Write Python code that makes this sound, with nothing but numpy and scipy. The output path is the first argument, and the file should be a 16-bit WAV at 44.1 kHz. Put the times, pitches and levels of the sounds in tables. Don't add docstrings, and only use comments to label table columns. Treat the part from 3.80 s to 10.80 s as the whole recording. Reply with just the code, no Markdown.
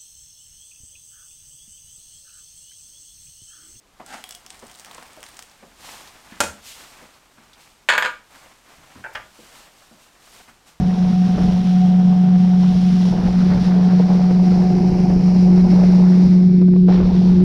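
import sys
import numpy as np
from scipy import signal
from scipy.fft import rfft, irfft
from scipy.io import wavfile
from scipy.ndimage import uniform_filter1d

SR = 44100
rng = np.random.default_rng(int(sys.argv[2]) if len(sys.argv) > 2 else 0)


def log_audio(samples):
    frames = np.atleast_2d(samples).T
    limited = np.clip(frames, -1, 1)
    pcm = np.round(limited * 32767).astype(np.int16)
    wavfile.write(sys.argv[1], SR, pcm)


N = 308700
TIME = np.arange(N) / SR
HIT_SAMPLES = 16384
HIT_TIME = np.arange(HIT_SAMPLES) / SR

# pitch_hz, level_db
AIR_TONE = [(12, -14), (20, 5), (44, 9), (91, -3), (255, -2), (357, -4), (738, -7), (1220, -5),
            (1440, -10.5), (2990, -14), (7950, -22), (9950, -24.5), (13500, -28.5), (16000, -37)]

# time_s, level_db
CLOTH_STIR = [(0, -70), (.3, -59.5), (1.85, -59.5), (3.45, -63.5), (4.4, -63.5), (5.4, -58.5), (7, -64)]
# fastest_s, length_s, rub_db, hiss_db
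SLEEVE_STROKES = [(.285, .04, -56, -53), (.36, 0.13, -52, -52.5), (0.747, .1, -53.5, -68),
                  (0.902, 0.054, -54.5, -58), (1.17, 0.37, -51, -58), (1.483, 0.12, -55, -57.5),
                  (2.094, 0.19, -44.5, -44), (2.55, 0.48, -53, -55), (2.888, 0.099, -58, -41),
                  (3.011, 0.11, -48, -48), (3.183, 0.18, -49.5, -55), (3.64, 0.24, -58, -64.5),
                  (3.824, .11, -55, -55), (4.574, 0.17, -51.5, -54), (4.913, 0.097, -50, -58),
                  (5.105, 0.24, -55.5, -59), (5.64, 0.22, -53.5, -53.5), (5.772, 0.094, -50, -51),
                  (6.026, 0.17, -69, -58.5), (6.226, 0.075, -59.5, -57.5), (6.462, 0.13, -58, -54.5),
                  (6.561, 0.09, -53, -50), (6.689, 0.042, -54, -59), (6.88, 0.046, -55.5, -54)]
# pitch_hz, level_db
RUB_TONE = [(100, -7.5), (250, -4), (400, -7.5), (750, -0.5), (1200, -2), (2200, -5.5), (4000, -18),
            (9000, -34)]
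# pitch_hz, level_db
HISS_TONE = [(1200, -13), (2800, 2), (4500, 0.5), (8500, -1.5), (10500, -7.5), (14000, -9), (16000, -19.5)]

# start_s, level_db, pitch_hz, fade_s, thump_db
STEPS_AND_BUMPS = [(.198, -34.5, 760, .019, -44.5), (.333, -31.5, 780, 0.011, -49),
                   (.824, -35, 570, 0.012, -43.5), (1.06, -44, 920, 0.032, -53),
                   (1.18, -35, 965, 0.0088, -49), (1.365, -44, 544, 0.03, -54),
                   (1.826, -41, 640, 0.025, -46.5), (2.518, -45.5, 1700, 0.036, -42.5),
                   (3.22, -49, 470, .035, -49), (3.579, -44.5, 1200, 0.0087, -50.5),
                   (4.98, -50, 120, .038, -61), (5.153, -44, 1200, 0.012, -43.5),
                   (5.17, -47, 110, 0.047, -58), (5.587, -46.5, 446, 0.032, -48),
                   (6.018, -48, 810, 0.013, -72), (6.111, -50.5, 705, 0.028, -49.5),
                   (6.676, -49.5, 1450, 0.031, -57)]
# start_s, level_db
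SMALL_TICKS = [(2.272, -41.5), (3.338, -50), (3.731, -46)]
# pitch_hz, ring_s
ROOM_ECHO = [(100, 0.53), (300, 0.4), (800, 0.28), (2000, 0.29), (6000, 0.3), (14000, 0.31)]

# time_s, level_db
TIN_SLIDE = [(.252, -59), (.262, -44.5), (.285, -42), (.32, -41), (.34, -33.5), (.356, -40), (.40, -51.5),
             (.43, -59)]
# pitch_hz, level_db
SLIDE_TONE = [(120, -33), (230, 4), (400, -20), (580, -4), (730, 6), (830, 7), (1070, -21), (1380, 3.5),
              (1800, -4.5), (2100, -6), (2500, -8.5), (4500, -14.5), (9000, -16), (15000, -37)]
# start_s, level_db, brightness_db_per_octave
PELLET_HITS = [(.2624, -42.5, 6), (.440, -33.5, 0), (.4909, -37.5, 2.5), (.5085, -35, 2), (.5235, -40, 0.5),
               (.5495, -36.5, 2), (.6635, -38.5, -1.5), (.7039, -35.5, 0), (.914, -45, -1), (.9498, -44, 1),
               (.9967, -39, 1.5), (1.0471, -38.5, -1), (1.1115, -39.5, -4), (1.1469, -39.5, 2),
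               (1.1808, -40, -8), (1.226, -38.5, -9), (1.4293, -36, -3), (1.438, -38.5, -6),
               (1.4642, -43, -3), (1.5694, -41.5, -2), (1.5914, -34, -3.5), (1.6248, -39, -2)]
# pitch_hz, level_db
PELLET_TONE = [(300, -29), (800, -4.5), (1600, -0.5), (3200, 3), (4000, 0.5), (5500, 4), (8800, 3),
               (10500, -4), (15500, -11.5)]
# pitch_hz, level_db, ring_s
TIN_NOTES = [(727, 0.5, 0.21), (3040, -13, 0.18), (3020, 0, 0.11), (3390, 7, 0.064), (5370, -7, .12),
             (6500, -17, .12), (6800, -16, .1), (8070, 2, 0.061), (9300, -3, .07)]
# time_s, ring_db
FINGER_GRIP = [(.55, -6), (.68, -9), (1.4, -23)]
# time_s, level_db
PELLET_SHIFT = [(.42, -68), (.47, -55.5), (.6, -79), (.7, -53), (.92, -48.5), (1.3, -52.5), (1.5, -50),
                (1.72, -56)]
# pitch_hz, level_db
SHIFT_TONE = [(1500, -16), (3200, -6), (4200, -2), (5500, -0.5), (7500, -5), (9000, 1.5), (10200, -14),
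              (15500, -13)]

# start_s, level_db, brightness_db_per_octave
KNOCK_HITS = [(2.6041, -13, 2), (2.6129, -24, -2), (2.636, -23.5, -0.5)]
# pitch_hz, level_db
KNOCK_TONE = [(30, -32), (55, -14), (85, -11), (135, -18), (215, -1), (370, -9.5), (600, 3.5), (740, -3),
              (900, 1), (1080, -7.5), (1400, 1), (2000, -9), (4200, -13.5), (7200, -11.5), (10500, -21.5),
              (16000, -36)]
# pitch_hz, level_db, ring_s
KNOCK_NOTES = [(211, 0.5, 0.14), (500, -5, .16), (630, -3, .13), (900, -6, .15), (1405, 0, 0.096),
               (1700, 4, .1), (2500, 0, 0.17), (4100, -14, .12), (5600, -11, .11), (6500, -9, .14),
               (7580, -1, 0.083), (8650, 1, 0.091)]
# start_s, level_db, brightness_db_per_octave
ACTION_HITS = [(4.0878, -13, 1.1), (4.0905, -13.5, 1), (4.1003, -11.8, 0.7), (4.1235, -18, -1),
               (4.136, -18.5, -0.5), (4.152, -19, -2.5), (4.1788, -12.5, -0.5), (4.2243, -16.5, -0.5),
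               (4.243, -24, -2), (4.2495, -18.5, -1), (4.259, -20.5, 0.3)]
# pitch_hz, level_db
ACTION_TONE = [(60, -47), (130, -30), (390, -23), (510, -11.5), (730, -15), (950, -5.5), (1120, -11.5),
               (1650, 1), (2100, -7.5), (3200, -12), (4800, -22), (5600, -32), (7000, -23.5), (11000, -41),
               (16000, -55)]
# pitch_hz, level_db, ring_s
ACTION_NOTES = [(516, -21, 0.4), (630, -8.5, 0.32), (988, 6, .17), (978, -19, 0.24), (1200, 6, 0.173),
                (1440, 1, 0.26), (1620, -22, .2), (1653, -1.5, 0.073), (1760, -12, 0.18), (1890, -1, 0.17),
                (2256, -4, 0.2), (2450, 5, 0.12), (2740, -2, 0.137), (3210, 6, 0.077), (4370, -8.5, 0.058),
                (4970, -1, 0.054), (6700, -19, 0.29)]
# start_s, level_db, brightness_db_per_octave
LEVER_HITS = [(5.2400, -33, 0), (5.2455, -32, -1.5), (5.2605, -32, -3.5), (5.293, -47, -12),
              (5.315, -47, -13)]
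# pitch_hz, level_db
LEVER_TONE = [(200, -32), (400, -17.5), (530, -11), (950, -5), (1160, -15), (1500, 6), (1750, -2),
              (2050, -12), (2450, -10), (3100, -21), (4100, -35), (15000, -56)]
# pitch_hz, level_db, ring_s
LEVER_NOTES = [(890, 1, 0.29), (1430, -7, 0.15), (1590, -9, 0.18), (1770, -4, 0.13), (2326, 4, 0.16)]
# start_s, level_db, brightness_db_per_octave
LATCH_HITS = [(5.335, -50, 13), (5.3502, -31.5, 2), (5.354, -24.5, 0.5), (5.374, -35.5, -3),
              (5.397, -41, -10)]
# pitch_hz, level_db
LATCH_TONE = [(150, -16), (380, -21), (540, -7.5), (950, -6), (1150, -3), (1550, 4.5), (2300, -7),
              (3300, -12.5), (4100, -26.5), (5000, -20.5), (8000, -34.5), (15000, -44)]


def gain(db):
    return 10 ** (np.asarray(db) / 20)


def unit_level(sound):
    return sound / np.sqrt(np.mean(sound ** 2))


def unit_hit(sound):
    return sound / np.sqrt(np.sum(sound ** 2) / (SR / 100))


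def loudness_curve(points):
    return gain(np.interp(TIME, *np.transpose(points), left=-120, right=-120))


def at_pitch(points, hz):
    pitches, values = np.transpose(points)
    return np.interp(np.log(hz + 1), np.log(pitches), values)


def shape_tone(sound, tone, brightness=0):
    size = len(sound)
    hz = np.arange(size // 2 + 1) * SR / size
    db = at_pitch(tone, hz) + brightness * np.log2(np.clip(hz, 500, None) / 500)
    cepstrum = irfft(np.log(gain(db)))
    cepstrum[1:size // 2] *= 2
    cepstrum[size // 2 + 1:] = 0
    return irfft(rfft(sound) * np.exp(rfft(cepstrum)), size)


def add(track, start_s, sound):
    start = max(int(start_s * SR), 0)
    track[start:start + len(sound)] += sound[:N - start]


def die_away(t, ring_s):
    return np.exp(-np.log(1000) * t / ring_s)


def air():
    return gain(-60) * unit_level(shape_tone(rng.standard_normal(N), AIR_TONE))


def friction(tone, grain_db, flutter_db):
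    slips = rng.standard_normal(N) * gain(grain_db * np.minimum(rng.exponential(size=N), 7))
    hold = int(SR / 60)
    levels = np.repeat(rng.standard_normal(N // hold + 1), hold)
    flutter = unit_level(uniform_filter1d(levels, hold)[:N])
    return unit_level(shape_tone(slips, tone)) * gain(flutter_db * flutter)


def sleeve_speed(t, fastest_s, length_s):
    from_peak = (t - fastest_s) / length_s
    rise = (from_peak / 0.47) ** 2
    fall = np.abs(from_peak) ** 1.33
    return np.exp(-np.minimum(np.where(from_peak < 0, rise, fall), 20))


def jacket():
    t = TIME[::100]
    stir = gain(np.interp(t, *np.transpose(CLOTH_STIR)))
    rub_power, hiss_power = stir ** 2, (gain(0.5) * stir) ** 2
    for fastest_s, length_s, rub_db, hiss_db in SLEEVE_STROKES:
        speed = sleeve_speed(t, fastest_s, length_s)
        rub_power += (gain(rub_db) * speed) ** 2
        hiss_power += (gain(hiss_db) * speed) ** 2
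    rub = friction(RUB_TONE, grain_db=2.6, flutter_db=1.95) * np.interp(TIME, t, np.sqrt(rub_power))
    hiss = friction(HISS_TONE, grain_db=1.8, flutter_db=0.5) * np.interp(TIME, t, np.sqrt(hiss_power))
    return gain(1.0) * rub + gain(1.14) * hiss


def tap(db, hz, fade_s):
    tone = [(hz / 6, -34), (hz / 2, -13), (hz, 0), (hz * 2, -14), (hz * 8, -38), (hz * 30, -60)]
    noise = unit_level(shape_tone(rng.standard_normal(HIT_SAMPLES), tone))
    soft_start = 1 - np.exp(-HIT_TIME / 0.0019)
    return gain(db) * noise * soft_start * np.exp(-HIT_TIME / fade_s)


def bumps_and_ticks():
    track = np.zeros(N)
    for start_s, db, hz, fade_s, thump_db in STEPS_AND_BUMPS:
        add(track, start_s, tap(db, hz, fade_s) + tap(thump_db, hz=229, fade_s=0.027))
    for start_s, db in SMALL_TICKS:
        add(track, start_s, tap(db, hz=3900, fade_s=0.011))
    boom_s = KNOCK_HITS[0][0] + 0.0073
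    add(track, boom_s, tap(db=-44.5, hz=75.4, fade_s=0.07))
    return room(track, echo_db=-8)


def room(sound, echo_db, build_s=0.0021):
    t = np.arange(2 * HIT_SAMPLES) / SR
    hz = np.arange(HIT_SAMPLES + 1) * SR / len(t)
    noise_spectrum = rfft(rng.standard_normal(len(t)))
    tail = np.zeros(len(t))
    for band_hz, ring_s in ROOM_ECHO:
        band = at_pitch([(pitch, float(pitch == band_hz)) for pitch, _ in ROOM_ECHO], hz)
        tail += irfft(noise_spectrum * band) * die_away(t, ring_s)
    tail *= 1 - np.exp(-(t / build_s) ** 2)
    tail /= np.sqrt(np.sum(tail ** 2))
    return sound + gain(echo_db) * signal.fftconvolve(sound, tail)[:N]


def pellet_tin():
    scrape = friction(SLIDE_TONE, grain_db=3.1, flutter_db=3.5) * loudness_curve(TIN_SLIDE)
    hits = PELLET_HITS + stray_pellets()
    ring_db = np.interp([hit[0] for hit in hits], *np.transpose(FINGER_GRIP))
    ticks = metal_hits(hits, PELLET_TONE, TIN_NOTES, chatter_s=0.00243, snap=0.11, ring_db=ring_db,
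                       pitch_spread=0.0234, tone_spread_db=5)
    return room(scrape + gain(-4.5) * ticks + gain(-8) * shifting_pellets(), echo_db=-7)


def metal_chatter(fade_s):
    burst = rng.standard_normal(HIT_SAMPLES) * np.exp(-HIT_TIME / fade_s)
    for _ in range(4):
        burst = irfft(np.exp(1j * np.angle(rfft(burst))))
        burst *= np.exp(-(HIT_TIME / fade_s / 4) ** 2)
    return unit_hit(burst)


def metal_hits(hits, tone, notes, chatter_s, snap, ring_db, pitch_spread=0.0038, tone_spread_db=0.9):
    track = np.zeros(N)
    click = snap * unit_hit(1. * (HIT_TIME == 0))
    hz, note_db, ring_s = np.transpose(notes)[:, :, None]
    for (start_s, db, brightness), hit_ring_db in zip(hits, np.broadcast_to(ring_db, len(hits))):
        spot_tone = [(pitch, level + tone_spread_db * rng.standard_normal()) for pitch, level in tone]
        contact = unit_hit(shape_tone(metal_chatter(chatter_s) + click, spot_tone, brightness))
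        spot_hz = hz * (1 + pitch_spread * rng.standard_normal(hz.shape))
        phase = 2 * np.pi * (spot_hz * HIT_TIME + rng.random(hz.shape))
        strength = gain(note_db + brightness * np.log2(hz))
        ring = np.sum(strength * die_away(HIT_TIME, ring_s) * np.sin(phase), axis=0)
        add(track, start_s, gain(db) * (contact + gain(hit_ring_db) * unit_hit(ring)))
    return track


def stray_pellets(ticks_per_s=24, boost_db=3, scatter_db=2):
    shift_s, shift_db = np.transpose(PELLET_SHIFT)
    slots = np.arange(shift_s[0], shift_s[-1], 1 / ticks_per_s)
    lateness, size = rng.random((len(slots), 2)).T
    times = slots + lateness / ticks_per_s
    levels = np.interp(times, shift_s, shift_db) + boost_db + scatter_db * (2 * size - 1)
    return [(start_s, db, 1) for start_s, db in zip(times, levels)]


def shifting_pellets(collisions_per_s=450):
    collisions = rng.standard_normal(N) * (rng.random(N) < collisions_per_s / SR)
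    return unit_level(shape_tone(collisions, SHIFT_TONE)) * loudness_curve(PELLET_SHIFT)


def rifle():
    knock = metal_hits(bounce(KNOCK_HITS), KNOCK_TONE, KNOCK_NOTES,
                       chatter_s=0.0039, snap=0.17, ring_db=-10.5)
    clatter = metal_hits(bounce(ACTION_HITS), ACTION_TONE, ACTION_NOTES,
                         chatter_s=0.0054, snap=0.41, ring_db=-10)
    lever = metal_hits(bounce(LEVER_HITS), LEVER_TONE, LEVER_NOTES,
                       chatter_s=0.0067, snap=0.13, ring_db=-9)
    latch = metal_hits(bounce(LATCH_HITS), LATCH_TONE, ACTION_NOTES,
                       chatter_s=0.0047, snap=0.26, ring_db=-10)
    track = room(knock, echo_db=-4)
    track += room(clatter + spring_ping(), echo_db=-3.5)
    track += room(lever + latch, echo_db=-4.5)
    return gain(-2.03) * track


def bounce(hits, delay_s=0.0062):
    return hits + [(start_s + delay_s, db - 5.5, brightness - 2) for start_s, db, brightness in hits]


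def spring_ping(start_s=4.1788, hz=13100):
    tone = [(hz * 0.9, -40), (hz, 0), (hz * 1.1, -40)]
    shimmer = unit_level(shape_tone(rng.standard_normal(HIT_SAMPLES), tone))
    track = np.zeros(N)
    add(track, start_s, gain(-41) * shimmer * die_away(HIT_TIME, ring_s=0.21))
    return track


def scene():
    return (pellet_tin() + bumps_and_ticks() + rifle() + jacket() + air())[None]


def record(dry):
    treble_cut = signal.ellip(10, 0.2, 70, 15950, fs=SR, output="sos")
    return signal.sosfilt(treble_cut, np.clip(dry, -1, 1))


dry = scene()
out = record(dry)
log_audio(out)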